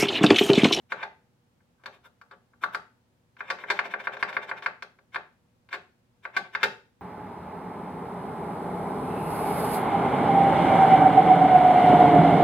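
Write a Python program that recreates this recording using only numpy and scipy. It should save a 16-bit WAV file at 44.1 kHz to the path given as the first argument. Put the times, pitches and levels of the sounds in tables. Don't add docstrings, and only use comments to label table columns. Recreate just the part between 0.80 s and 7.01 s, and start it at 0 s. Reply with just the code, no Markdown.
import sys
import numpy as np
from scipy import signal
from scipy.fft import rfft, irfft
from scipy.io import wavfile

SR = 44100
rng = np.random.default_rng(int(sys.argv[2]) if len(sys.argv) > 2 else 0)


def generate_wav(sig):
    pcm = np.round(np.clip(np.atleast_2d(sig).T, -1, 1) * 32767).astype(np.int16)
    wavfile.write(sys.argv[1], SR, pcm)


N = 273861

# start_s, level_db, bass_tilt_db, treble_tilt_db (see contact)
SNAPS = [(0.1209, 1.5, 1, -3.5), (0.805, -42, 7, -23), (1.0373, -26.5, 16, 7), (1.059, -11, -2, 9),
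         (1.414, -23, -3, 3.5), (1.5118, -19.5, 4.5, -2), (1.735, -35, 3.5, -14.5), (1.837, 4, -4.5, -4),
         (1.9472, 2, -5.5, 0), (2.5674, -25, -11, -2.5), (2.606, -6, -3.5, -11.5), (2.787, -15.5, 8, -3),
         (2.8381, -7.5, 4.5, -26), (2.9904, 7.5, -6.5, -7), (3.1382, 1.5, 3, -15.5), (3.2711, 3.5, 0, -14),
         (3.3685, -12, 8.5, -1.5), (3.4268, 7, -5, -3.5), (3.528, -11.5, 3.5, 0.5), (3.567, 4, -1, -12.5),
         (3.693, -10.5, 9, 5), (3.7133, -0.5, 2.5, -19.5), (3.8237, -13.5, 4.5, 3.5),
         (3.861, 4.5, -4.5, -5), (4.0237, -9, 2, 6.5), (4.188, -31.5, 13, -1), (4.3453, -8, -10, 2.5),
         (4.359, 1, -1, -7), (4.889, -27.5, 4, 5), (4.9284, -5, -5, 3), (5.4523, -5.5, 0, -10),
         (5.7503, 3.5, -11, -5)]
# start_s, level_db, bass_tilt_db, treble_tilt_db,
# bounce_delay_s, bounce_db (relative to the first blow)
RETURNS = [(0.2284, -2, 2.5, -4, 0.0026, 3), (2.702, 4, 7.5, 4, .0039, -19),
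           (2.9016, 9.5, 6, 3, .0049, -10), (4.9389, -3, 5, 2.5, 0.0056, -1),
           (5.5655, 4, 4, 5.5, .0052, -3.5), (5.831, 12, 6.5, 6, 0.0043, -9.5)]
# centre_s, half_length_s, level_db, treble_tilt_db, place (0 to 1)
RUBS = [(0.204, 0.053, -42, -1.5, 0.089), (1.012, 0.027, -68.5, -17, 1.0), (1.07, 0.013, -41, -4, .1),
        (1.14, 0.021, -53.5, 10, 0.24), (1.254, 0.016, -52.5, 12, 0.66), (1.527, .014, -48, -5, 0.71),
        (1.835, 0.0058, -34, -2, .9), (2.681, 0.11, -51.5, 2.5, .1), (2.808, .021, -45, 6.5, .1),
        (5.652, .018, -48, -2, 0.11)]
# frequency_hz, gain_db
RASP = [(300, 7), (600, 2.5), (1000, 1), (1500, -4.5), (1900, -2.5), (2400, 0), (3100, 1), (3650, -2.5),
        (4100, -9.5), (4600, -13.5), (5500, -4), (6800, -5.5), (12000, -2)]
# frequency_hz, gain_db (at place 1)
LOWER_KEY_COLOUR = [(700, 0), (1000, 1), (1300, 10.5), (1650, -1.5), (2200, -7.5), (3300, -3), (4500, 0),
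                    (6000, -1.5), (12000, 10.5)]
# frequency_hz, t60_s, left_db, right_db (relative levels at the two microphones)
PLATE_MODES = [(235.6, 0.033, -35, -33), (411.5, 0.15, -25, -23.5), (535.6, 0.15, -20, -20),
               (618, 0.21, -29, -27), (723, 0.21, -23.5, -25.5), (803, 0.2, -21.5, -25),
               (882.4, 0.32, -28, -23.5), (920.6, 0.082, -17, -13), (1146.6, 0.083, -7.5, -15),
               (1408, 0.07, -5, -27), (1543.5, 0.039, -11.5, 0), (1520, 0.23, -19, -24),
               (1565, 0.085, -2.5, -18.5), (1616, 0.074, -13.5, -23), (1818, 0.038, -2, -24),
               (2134, 0.014, -0.5, -1), (2159, 0.018, -7, -9), (2240, 0.02, -21, -28),
               (2440, 0.01, -27, -31.5), (2840, .06, -32, -27), (3060, 0.019, -33, -24.5),
               (3580, 0.026, -8, -17.5), (3779, 0.052, -29, -20.5), (4396, 0.053, -23, -41.5),
               (4527, 0.05, -24.5, -30), (5260, .05, -36, -24.5)]
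# frequency_hz, relative_db
CABINET_COLOUR = [(100, -24), (300, -18), (480, -6.5), (1000, -1.5), (1500, 4), (1900, 0.5), (2300, 1.5),
                  (3000, -12), (4400, -9.5), (5800, -23), (10000, -35.5), (13000, -36), (16000, -46.5)]
# frequency_hz, relative_db
ROOM_COLOUR = [(60, -21.5), (170, -3), (240, -3.5), (300, -9.5), (400, 2.5), (900, -1), (1250, -1),
               (1570, 5.5), (1900, 0), (2400, -2), (3000, -11.5), (3800, -10.5), (7000, -30),
               (15000, -52.5)]
# frequency_hz, relative_db
AIR_COLOUR = [(15, -47), (25, -22.5), (101, -5), (243, -9.5), (318, -18), (363, -12.5), (438, -24),
              (488, -15), (637, -20.5), (903, -19), (1000, -22.5), (4380, -33), (15000, -42)]
# frequency_hz, rms_level_db
HUM = [(120, -77), (240, -80), (480, -84.5)]

LOWER_KEYS_FROM_S, LOWER_KEYS_TO_S = 1.3, 2.2
TOP_PLACE, LOWER_PLACE = 0.09, 0.84
QUICK_RUN_FROM_S, QUICK_RUN_TO_S = 2.95, 3.9
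LIFT_S = 0.064
FULL_STROKE_DB = -8.5
AIR_DB = -68
TOP_HZ = 15900


def snaps():
    force = np.zeros(N)
    for start_s, level_db, bass_db, treble_db in SNAPS:
        add(force, knock(level_db, bass_db, treble_db, key_place(start_s)), start_s)
    return force


def knock(level_db, bass_db, treble_db, place, grit_db=-5, grit_t60=0.018, grit_hz=3300):
    t = np.arange(SR // 20) / SR
    blow = signal.lfilter(*signal.butter(1, 7000, fs=SR), signal.unit_impulse(len(t)))
    grit = unit(rng.standard_normal(len(t)) * fade(t, grit_t60))
    grit = signal.lfilter(*signal.butter(1, grit_hz, "high", fs=SR), grit)
    blow = blow + undb(grit_db) * grit
    return undb(level_db) * contact(strike_point(seat(blow, place)), bass_db, treble_db)


def contact(force, bass_db, treble_db):
    bass = [(110, 0.003), (230, 0.44 * bass_db), (550, 0.82 * bass_db), (1100, 0.005)]
    treble = [(2100, 0), (3700, 0.7 * treble_db), (12000, 1.39 * treble_db)]
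    return colour(force, bass + treble)


def strike_point(force, ripple_db=1.38):
    hz = np.geomspace(300, 14000, 30)
    return colour(force, np.column_stack([hz, ripple_db * rng.standard_normal(len(hz))]))


def key_place(s):
    return LOWER_PLACE if LOWER_KEYS_FROM_S < s < LOWER_KEYS_TO_S else TOP_PLACE


def seat(force, place):
    return colour(force, [(hz, place * gain_db) for hz, gain_db in LOWER_KEY_COLOUR])


def returns(chatter_db=-4, chatter_t60=0.063, blow_db=-5.0, loose_s=0.0019):
    force = np.zeros(N)
    t = np.arange(SR // 10) / SR
    for start_s, level_db, bass_db, treble_db, bounce_s, bounce_db in RETURNS:
        chatter = grains(len(t), spread_db=5.5) * fade(t, chatter_t60)
        chatter = chatter * np.minimum(t / loose_s, 1)
        blows = undb(chatter_db) * unit(chatter)
        add(blows, undb([blow_db]), 0)
        add(blows, undb([blow_db + bounce_db]), bounce_s)
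        blows = contact(strike_point(blows), bass_db, treble_db)
        add(force, undb(level_db) * blows, start_s)
    return force


def quick_strokes():
    return [(s, db) for s, db, *_ in SNAPS
            if QUICK_RUN_FROM_S < s < QUICK_RUN_TO_S and db > FULL_STROKE_DB]


def rattles(level_db=-19.0, follow=0.8, bass_db=13, treble_db=0, scatter_db=1, scatter_s=0.002):
    force = np.zeros(N)
    strokes = quick_strokes()[:-1]
    scatter = rng.standard_normal((len(strokes), 2))
    for (s, stroke_db), (strength, late) in zip(strokes, scatter):
        rattle_db = level_db + follow * stroke_db + scatter_db * strength
        rattle = knock(rattle_db, bass_db, treble_db, TOP_PLACE)
        add(force, rattle, s + LIFT_S + scatter_s * late)
    return force


def rubs():
    return slides(RUBS) + down_slides() + up_slides() + run_slides()


def slides(moves):
    force = np.zeros(N)
    t = np.arange(-SR // 10, SR // 10) / SR
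    for centre_s, half_s, level_db, treble_db, place in moves:
        slips = grains(len(t), spread_db=1)
        swell = np.exp(-(t / half_s) ** 2)
        rub = seat(slips / slips.std() * swell, place)
        add(force, undb(level_db) * contact(rub, 0, treble_db), centre_s + t[0])
    return colour(force, RASP)


def down_slides(lead_s=0.009, half_s=0.012, level_db=-45.5, treble_db=10.5, follow=0.7):
    run = quick_strokes()
    presses = [(s, db) for s, db, *_ in SNAPS if db > FULL_STROKE_DB and (s, db) not in run]
    return slides([(s - lead_s, half_s, level_db + follow * db, treble_db, key_place(s))
                   for s, db in presses])


def up_slides(lead_s=0.010, half_s=0.018, level_db=-43, treble_db=4, follow=0.45):
    return slides([(s - lead_s, half_s, level_db + follow * db, treble_db, key_place(s))
                   for s, db, *_ in RETURNS])


def run_slides(lift_half_s=0.015, lift_db=-41, follow=0.8, lift_treble_db=5,
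               lead_s=0.023, push_half_s=0.015, push_db=-41, push_treble_db=8):
    strokes = quick_strokes()
    lifts = [(s + LIFT_S, lift_half_s, lift_db + follow * db, lift_treble_db, TOP_PLACE)
             for s, db in strokes[:-1]]
    pushes = [(s - lead_s, push_half_s, push_db, push_treble_db, TOP_PLACE) for s, _ in strokes]
    return slides(lifts + pushes)


def plate(t):
    ring = 0
    for hz, t60, left_db, right_db in PLATE_MODES:
        build_up = signal.butter(1, [hz * 2 / 3, hz * 3 / 2], "band", fs=SR)
        mode = signal.lfilter(*build_up, np.sin(2 * np.pi * hz * t) * fade(t, t60))
        ring = ring + np.outer(undb([left_db, right_db]), mode)
    return unit(ring)


def cabinet(t, t60=0.066, level_db=-5.0, build_s=0.0016):
    ring = diffuse(len(t), apart_hz=1090) * fade(t, t60) * np.minimum(t / build_s, 1)
    return undb(level_db) * unit(colour(ring, CABINET_COLOUR))


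def room(t, t60=0.34, level_db=-10.0, build_s=0.025, right_db=-1.65):
    tail = diffuse(len(t), apart_hz=1001, alike=0.83) * fade(t, t60) * np.minimum(t / build_s, 1)
    return undb(level_db) * unit(colour(tail, ROOM_COLOUR)) * undb([[0], [right_db]])


def background():
    t = np.arange(N) / SR
    air = colour(diffuse(N, apart_hz=500, alike=0.8), AIR_COLOUR)
    air = np.sqrt(N) * unit(air)
    hum = 0
    for hz, level_db in HUM:
        hum = hum + undb(level_db) * np.sqrt(2) * np.sin(2 * np.pi * (hz * t + rng.random()))
    return undb(AIR_DB) * air + hum


def undb(db):
    return 10 ** (np.asarray(db) / 20)


def unit(x):
    return x / np.sqrt(np.mean(np.sum(x ** 2, axis=-1)))


def fade(t, t60):
    return np.exp(-np.log(1000) * t / t60)


def grains(count, spread_db):
    size, strength = rng.standard_normal((2, count))
    return size * undb(spread_db * strength)


def diffuse(count, apart_hz, alike=0.77):
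    likeness = min(alike, 1) / (1 + (np.fft.rfftfreq(count, 1 / SR) / apart_hz) ** 4)
    spectra = rfft(rng.standard_normal((2, count)))
    mid, side = spectra * np.sqrt([1 + likeness, 1 - likeness])
    return irfft(np.array([mid + side, mid - side]), count)


def colour(x, points, size=4096):
    hz, db = np.transpose(points)
    freqs = np.maximum(np.fft.rfftfreq(size, 1 / SR), 1)
    gain = undb(np.interp(np.log(freqs), np.log(hz), db))
    cepstrum = irfft(np.log(gain))
    cepstrum[1:size // 2] *= 2
    cepstrum[size // 2 + 1:] = 0
    response = irfft(np.exp(rfft(cepstrum)))
    return np.apply_along_axis(lambda row: signal.fftconvolve(row, response)[:len(row)], -1, x)


def add(track, sound, s):
    start = max(int(s * SR), 0)
    track[start:start + len(sound)] += sound[:len(track) - start]


def scene(right_db=0.03):
    t = np.arange(SR // 2) / SR
    left, right = plate(t) + cabinet(t) + room(t)
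    response = np.array([left, undb(right_db) * np.roll(right, 2)])
    response = signal.lfilter(*signal.butter(1, 110, "high", fs=SR), response)
    force = snaps() + returns() + rattles() + rubs()
    panel = signal.fftconvolve(force[None], response, axes=1)[:, :N]
    return panel + background()


def record(dry):
    return signal.sosfilt(signal.ellip(8, 0.2, 70, TOP_HZ, fs=SR, output="sos"), dry)


dry = scene()
out = record(dry)
generate_wav(out)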